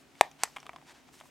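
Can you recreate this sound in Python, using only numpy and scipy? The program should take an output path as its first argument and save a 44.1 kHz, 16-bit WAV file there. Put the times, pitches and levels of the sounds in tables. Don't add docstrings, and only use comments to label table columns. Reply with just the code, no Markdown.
import sys
import numpy as np
from scipy import signal
from scipy.fft import rfft, irfft
from scipy.io import wavfile

SR = 44100
rng = np.random.default_rng(int(sys.argv[2]) if len(sys.argv) > 2 else 0)


def generate_wav(signal):
    frames = np.transpose(np.atleast_2d(signal))
    scaled = np.clip(frames, -1, 1) * 32767
    pcm = np.round(scaled).astype(np.int16)
    wavfile.write(sys.argv[1], SR, pcm)


N = 57330
T = np.arange(N) / SR
HZ = np.fft.rfftfreq(N, 1 / SR)


def amp(db):
    return 10 ** (np.asarray(db) / 20)


def curve_at(points, hz):
    point_hz, value = np.transpose(points)
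    return np.interp(np.log(hz + 1), np.log(point_hz + 1), value)


def unit_energy(x):
    return x / np.sqrt(np.sum(x ** 2) + 1e-20)


def colour(x, gain_db):
    return irfft(rfft(x) * amp(gain_db), N)


def add(mix, start_s, sound):
    part = mix[max(round(start_s * SR), 0):][:len(sound)]
    part += sound[:len(part)]


def octaves(hz):
    return np.log2(np.maximum(hz, 250) / 1000)


# frequency_hz, gain_db
HISS_SPECTRUM = [(15, -39.5), (32, -20.5), (60, -9), (110, -7.5), (200, -7), (350, -3.5), (470, -9.5),
                 (730, -7.5), (1000, -12), (2000, -14.5), (2600, -14), (4000, -19.5), (6500, -21.5),
                 (8200, -24.5), (12000, -30), (16000, -32.5)]
# pitch_hz, level_db
HUM_BANDS = [(59, -80.5), (150, -74), (245, -75), (272, -72)]

def background(hiss_db=-62.5, hum_width_hz=13):
    out = amp(hiss_db) * unit_energy(colour(rng.standard_normal(N), curve_at(HISS_SPECTRUM, HZ)))
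    for pitch_hz, level_db in HUM_BANDS:
        band_db = -20 * np.log10(1 + (2 * (HZ - pitch_hz) / hum_width_hz) ** 2)
        out += amp(level_db) * unit_energy(colour(rng.standard_normal(N), band_db))
    return out * np.sqrt(N)


# start_s, length_s, level_db, rise_fraction, tilt_db_per_octave
STROKES = [(-.02, 0.065, -68.5, 0.33, 6.5), (0.143, 0.077, -60, 0.7, 0.5), (0.378, 0.082, -49.5, 1, -1),
           (0.46, 0.23, -65, 0.37, 2), (0.616, 0.13, -64.5, 0.23, -18), (0.851, 0.087, -55, 0.66, 0),
           (0.934, .10, -60.5, 0.17, -0.5), (1.066, 0.031, -62, 0.82, -0.5),
           (1.122, 0.069, -59.5, 0.3, 5.5), (1.168, 0.066, -59, 0.44, 3), (1.217, 0.082, -64.5, 0.6, 8.5)]
# frequency_hz, gain_db
FRICTION_SPECTRUM = [(240, -55), (400, -21), (453, -6), (536, -30.5), (607, -5.5), (1010, -1), (1140, -9),
                     (1680, -4.5), (7990, -14.5), (16000, -35)]

def fingers(grains_per_s=12000, grain_spread_db=2.5, low_cut_hz=500):
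    out = np.zeros(N)
    bass_loss_db = 10 * np.log10(1 + (low_cut_hz / (HZ + 1)) ** 4)
    for start_s, length_s, level_db, rise, tilt in STROKES:
        grains = rng.standard_normal(N) * (rng.random(N) < grains_per_s / SR)
        grains *= amp(grain_spread_db * np.minimum(rng.exponential(1, N), 4))
        hiss = colour(grains, curve_at(FRICTION_SPECTRUM, HZ) + tilt * octaves(HZ) - bass_loss_db)
        ramp = np.interp((T - start_s) / length_s, [0, np.clip(rise, .05, .95), 1], [0, 1, 0])
        out += amp(level_db) * np.sin(ramp * np.pi / 2) * unit_energy(hiss) * np.sqrt(N)
    return out


def dispersed_click(db_at, tear_s, size=4096):
    delay_at_1khz_s, slip_band_hz, tear_hz = .00039, 1400, 2000
    hz = abs(np.fft.fftfreq(size, 1 / SR))
    log_gain = np.log(amp(np.maximum(db_at(hz), -100)))
    spectrum = np.exp(np.conj(signal.hilbert(log_gain)))[:size // 2 + 1]
    hz = hz[:size // 2 + 1]
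    slips = np.interp(hz / slip_band_hz, np.arange(64), rng.random(64))
    scatter_s = tear_s * slips * hz ** 2 / (hz ** 2 + tear_hz ** 2)
    bending_turns = 2 * delay_at_1khz_s * np.sqrt(1000 * hz)
    turns = bending_turns + np.cumsum(scatter_s) * SR / size
    return unit_energy(irfft(spectrum * np.exp(-2j * np.pi * turns))[:size // 2])


# pitch_hz, relative_level_db, t60_s
SHELL_MODES = [(770, -13.5, 0.035), (927, -19, 0.088), (1840, -4.5, 0.17), (2440, 14.5, 0.017),
               (3655, -5, 0.036), (5652, -11, 0.046)]

def shell(click, cluster_db, modes_db=-22, cluster_t60_s=.022, cluster_rise_s=.0014, size=4096):
    t = T[:size]
    modes = sum(amp(db - 60 * t / t60) * np.sin(2 * np.pi * hz * t) for hz, db, t60 in SHELL_MODES)
    onset = 1 - np.exp(-(t / cluster_rise_s) ** 2)
    cluster = rng.standard_normal(size) * amp(-60 * t / cluster_t60_s) * onset
    out = amp(modes_db) * unit_energy(signal.fftconvolve(click, modes))
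    out += amp(cluster_db) * unit_energy(signal.fftconvolve(click, cluster))
    add(out, 0, click)
    return out


# frequency_hz, gain_db
TICK_SPECTRUM = [(60, -24.5), (300, -16.5), (500, -15), (660, -1), (1080, 2.5), (1500, -4), (2400, -7.5),
                 (3400, -4), (4300, -15.5), (6000, -12.5), (8500, -14), (12500, -24), (16000, -37)]

def contact_db(hz, tilt, corner_hz, spot_hz, spot_db, soft_db=-8.5, half_width_octaves=.14):
    softness = soft_db * (1 - 1 / (1 + (hz / corner_hz) ** 16))
    spot = spot_db / (1 + (np.log2((hz + 1) / spot_hz) / half_width_octaves) ** 2)
    return curve_at(TICK_SPECTRUM, hz) + tilt * octaves(hz) + softness + spot


# start_s, level_db, tilt_db_per_octave, corner_hz, spot_hz, spot_db
CONTACTS = [(.1530, -36.5, 4, 5000, 2220, 13), (.3130, -34.5, 6.5, 7500, 5960, 14),
            (0.3147, -34.5, 4, 7500, 2400, 14), (.4540, -25, 4, 8500, 1900, 16),
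            (0.4757, -29.5, -3.5, 3490, 1010, -11), (0.5629, -21, 2, 3500, 2270, 2),
            (.5645, -24, -7, 3500, 3050, 10), (0.5665, -15, 0.5, 3500, 2280, 16.5),
            (0.5689, -19.5, 1, 3740, 1066, 9.5), (.5712, -27, 0, 3500, 3140, 6),
            (.5838, -27, -1, 3500, 3040, 9), (0.6019, -30, 5, 7000, 5600, 13),
            (0.6292, -27.5, 0, 3500, 1100, -2), (0.656, -31, -1, 8000, 690, 15),
            (.6612, -32, -4, 3200, 2500, 17), (.6655, -22, 3, 5130, 1190, 10.5),
            (0.693, -15.5, -2.5, 2630, 2350, 10.5), (0.7323, -28, -0.5, 3570, 1090, -1),
            (.7375, -26.5, -9, 2500, 684, 17), (.7610, -21, -0.5, 5950, 1056, 9),
            (.7850, -33, 0.5, 2500, 704, 13), (.8150, -35.5, -0.5, 3000, 1100, 3),
            (.8250, -33, -6, 2460, 755, 10), (1.089, -35.5, -6, 3000, 850, -2),
            (1.14, -36, -2.5, 9000, 370, 19), (1.2015, -31.5, 5.5, 3600, 3340, 7.5),
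            (1.2108, -23.5, -2.5, 3100, 1120, -6.5), (1.238, -37, -8, 2500, 690, 7),
            (1.256, -34, -4, 2500, 1000, 8.5)]

def ticks(room_db=-17.5):
    direct = np.zeros(N)
    for start_s, level_db, *contact in CONTACTS:
        click = dispersed_click(lambda hz: contact_db(hz, *contact), tear_s=.0012)
        add(direct, start_s, amp(level_db) * shell(click, cluster_db=-7.5))
    return direct, amp(room_db) * direct


# frequency_hz, t60_s
TAIL_T60 = [(200, 0.16), (900, 0.2), (2500, 0.16), (5000, 0.25), (9000, 0.13), (14000, 0.37)]
# frequency_hz, gain_db
TAIL_SPECTRUM = [(100, -4.5), (400, 3), (800, 0.5), (2200, 1.5), (5000, 1), (9000, -2), (14000, -1.5)]

def room(feed, rise_s=.006, decay_exponent=1.4, size=16384):
    hz, t, noise = signal.stft(rng.standard_normal(size), SR, nperseg=256)
    decay_db = 60 * (t / curve_at(TAIL_T60, hz)[:, None]) ** decay_exponent
    bands = noise * amp(curve_at(TAIL_SPECTRUM, hz)[:, None] - decay_db)
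    tail = signal.istft(bands, SR, nperseg=256)[1][:size] * np.minimum(T[:size] / rise_s, 1)
    return signal.fftconvolve(feed, unit_energy(tail))[:N]


# start_s, level_db, cluster_db, room_db, tear_s
SEAM_SNAPS = [(0.2105, 13, -13, -22.5, 0.0011), (0.4348, 3, -8, -21.5, 0.00137)]
# frequency_hz, gain_db
POP_SPECTRUM = [(40, -24), (110, -25.5), (185, -29), (270, -20.5), (380, -12), (490, -11.5), (640, -2.5),
                (790, 1.5), (900, -3), (1010, -2), (1250, -14.5), (1500, -20), (1850, -11.5), (2400, -12),
                (3200, -21), (3700, -17.5), (4700, -27.5), (6800, -27.5), (8300, -23.5), (9500, -26),
                (10400, -42.5), (12500, -34), (16000, -52.5)]
CRACK_SPECTRUM = [(40, -28), (130, -25), (330, -19.5), (440, -9.5), (530, -13), (700, -2.5), (980, 0),
                  (1300, -6), (1600, -9.5), (1900, -7.5), (2650, -8), (3500, -18), (4200, -10.5),
                  (4800, -9.5), (5300, -11.5), (5900, -6.5), (6900, -10.5), (8300, -4), (9500, -12.5),
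                  (10700, -20.5), (12400, -18.5), (16000, -40)]

def snaps():
    direct, feed = np.zeros((2, N))
    for event, spectrum in zip(SEAM_SNAPS, (POP_SPECTRUM, CRACK_SPECTRUM)):
        start_s, level_db, cluster_db, room_db, tear_s = event
        click = dispersed_click(lambda hz: curve_at(spectrum, hz), tear_s)
        snap = amp(level_db) * shell(click, cluster_db)
        add(direct, start_s, snap)
        add(feed, start_s, amp(room_db) * snap)
    return direct, feed


def scene(room_width=.32, background_width=.49):
    direct, feed = np.add(snaps(), ticks())
    mid = direct + room(feed) + fingers() + background()
    side = room_width * room(feed) + background_width * background()
    return np.array([mid + side, mid - side])


# frequency_hz, left_minus_right_db
PORT_BALANCE = [(50, 1.5), (200, .5), (600, 1.36), (2000, .5), (5000, 0.4), (13000, -1)]

def record(dry, port_lag_s=4e-6, band_limit_hz=16200):
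    sign = np.array([[1], [-1]])
    ports = amp(sign * curve_at(PORT_BALANCE, HZ) / 2) * np.exp(1j * np.pi * sign * HZ * port_lag_s)
    clipped = np.clip(irfft(rfft(dry) * ports, N), -1, 1)
    lowpass = signal.firwin(255, band_limit_hz, window=("kaiser", 9), fs=SR)
    return signal.oaconvolve(clipped, lowpass[None], "same")


dry = scene()
out = record(dry)
generate_wav(out)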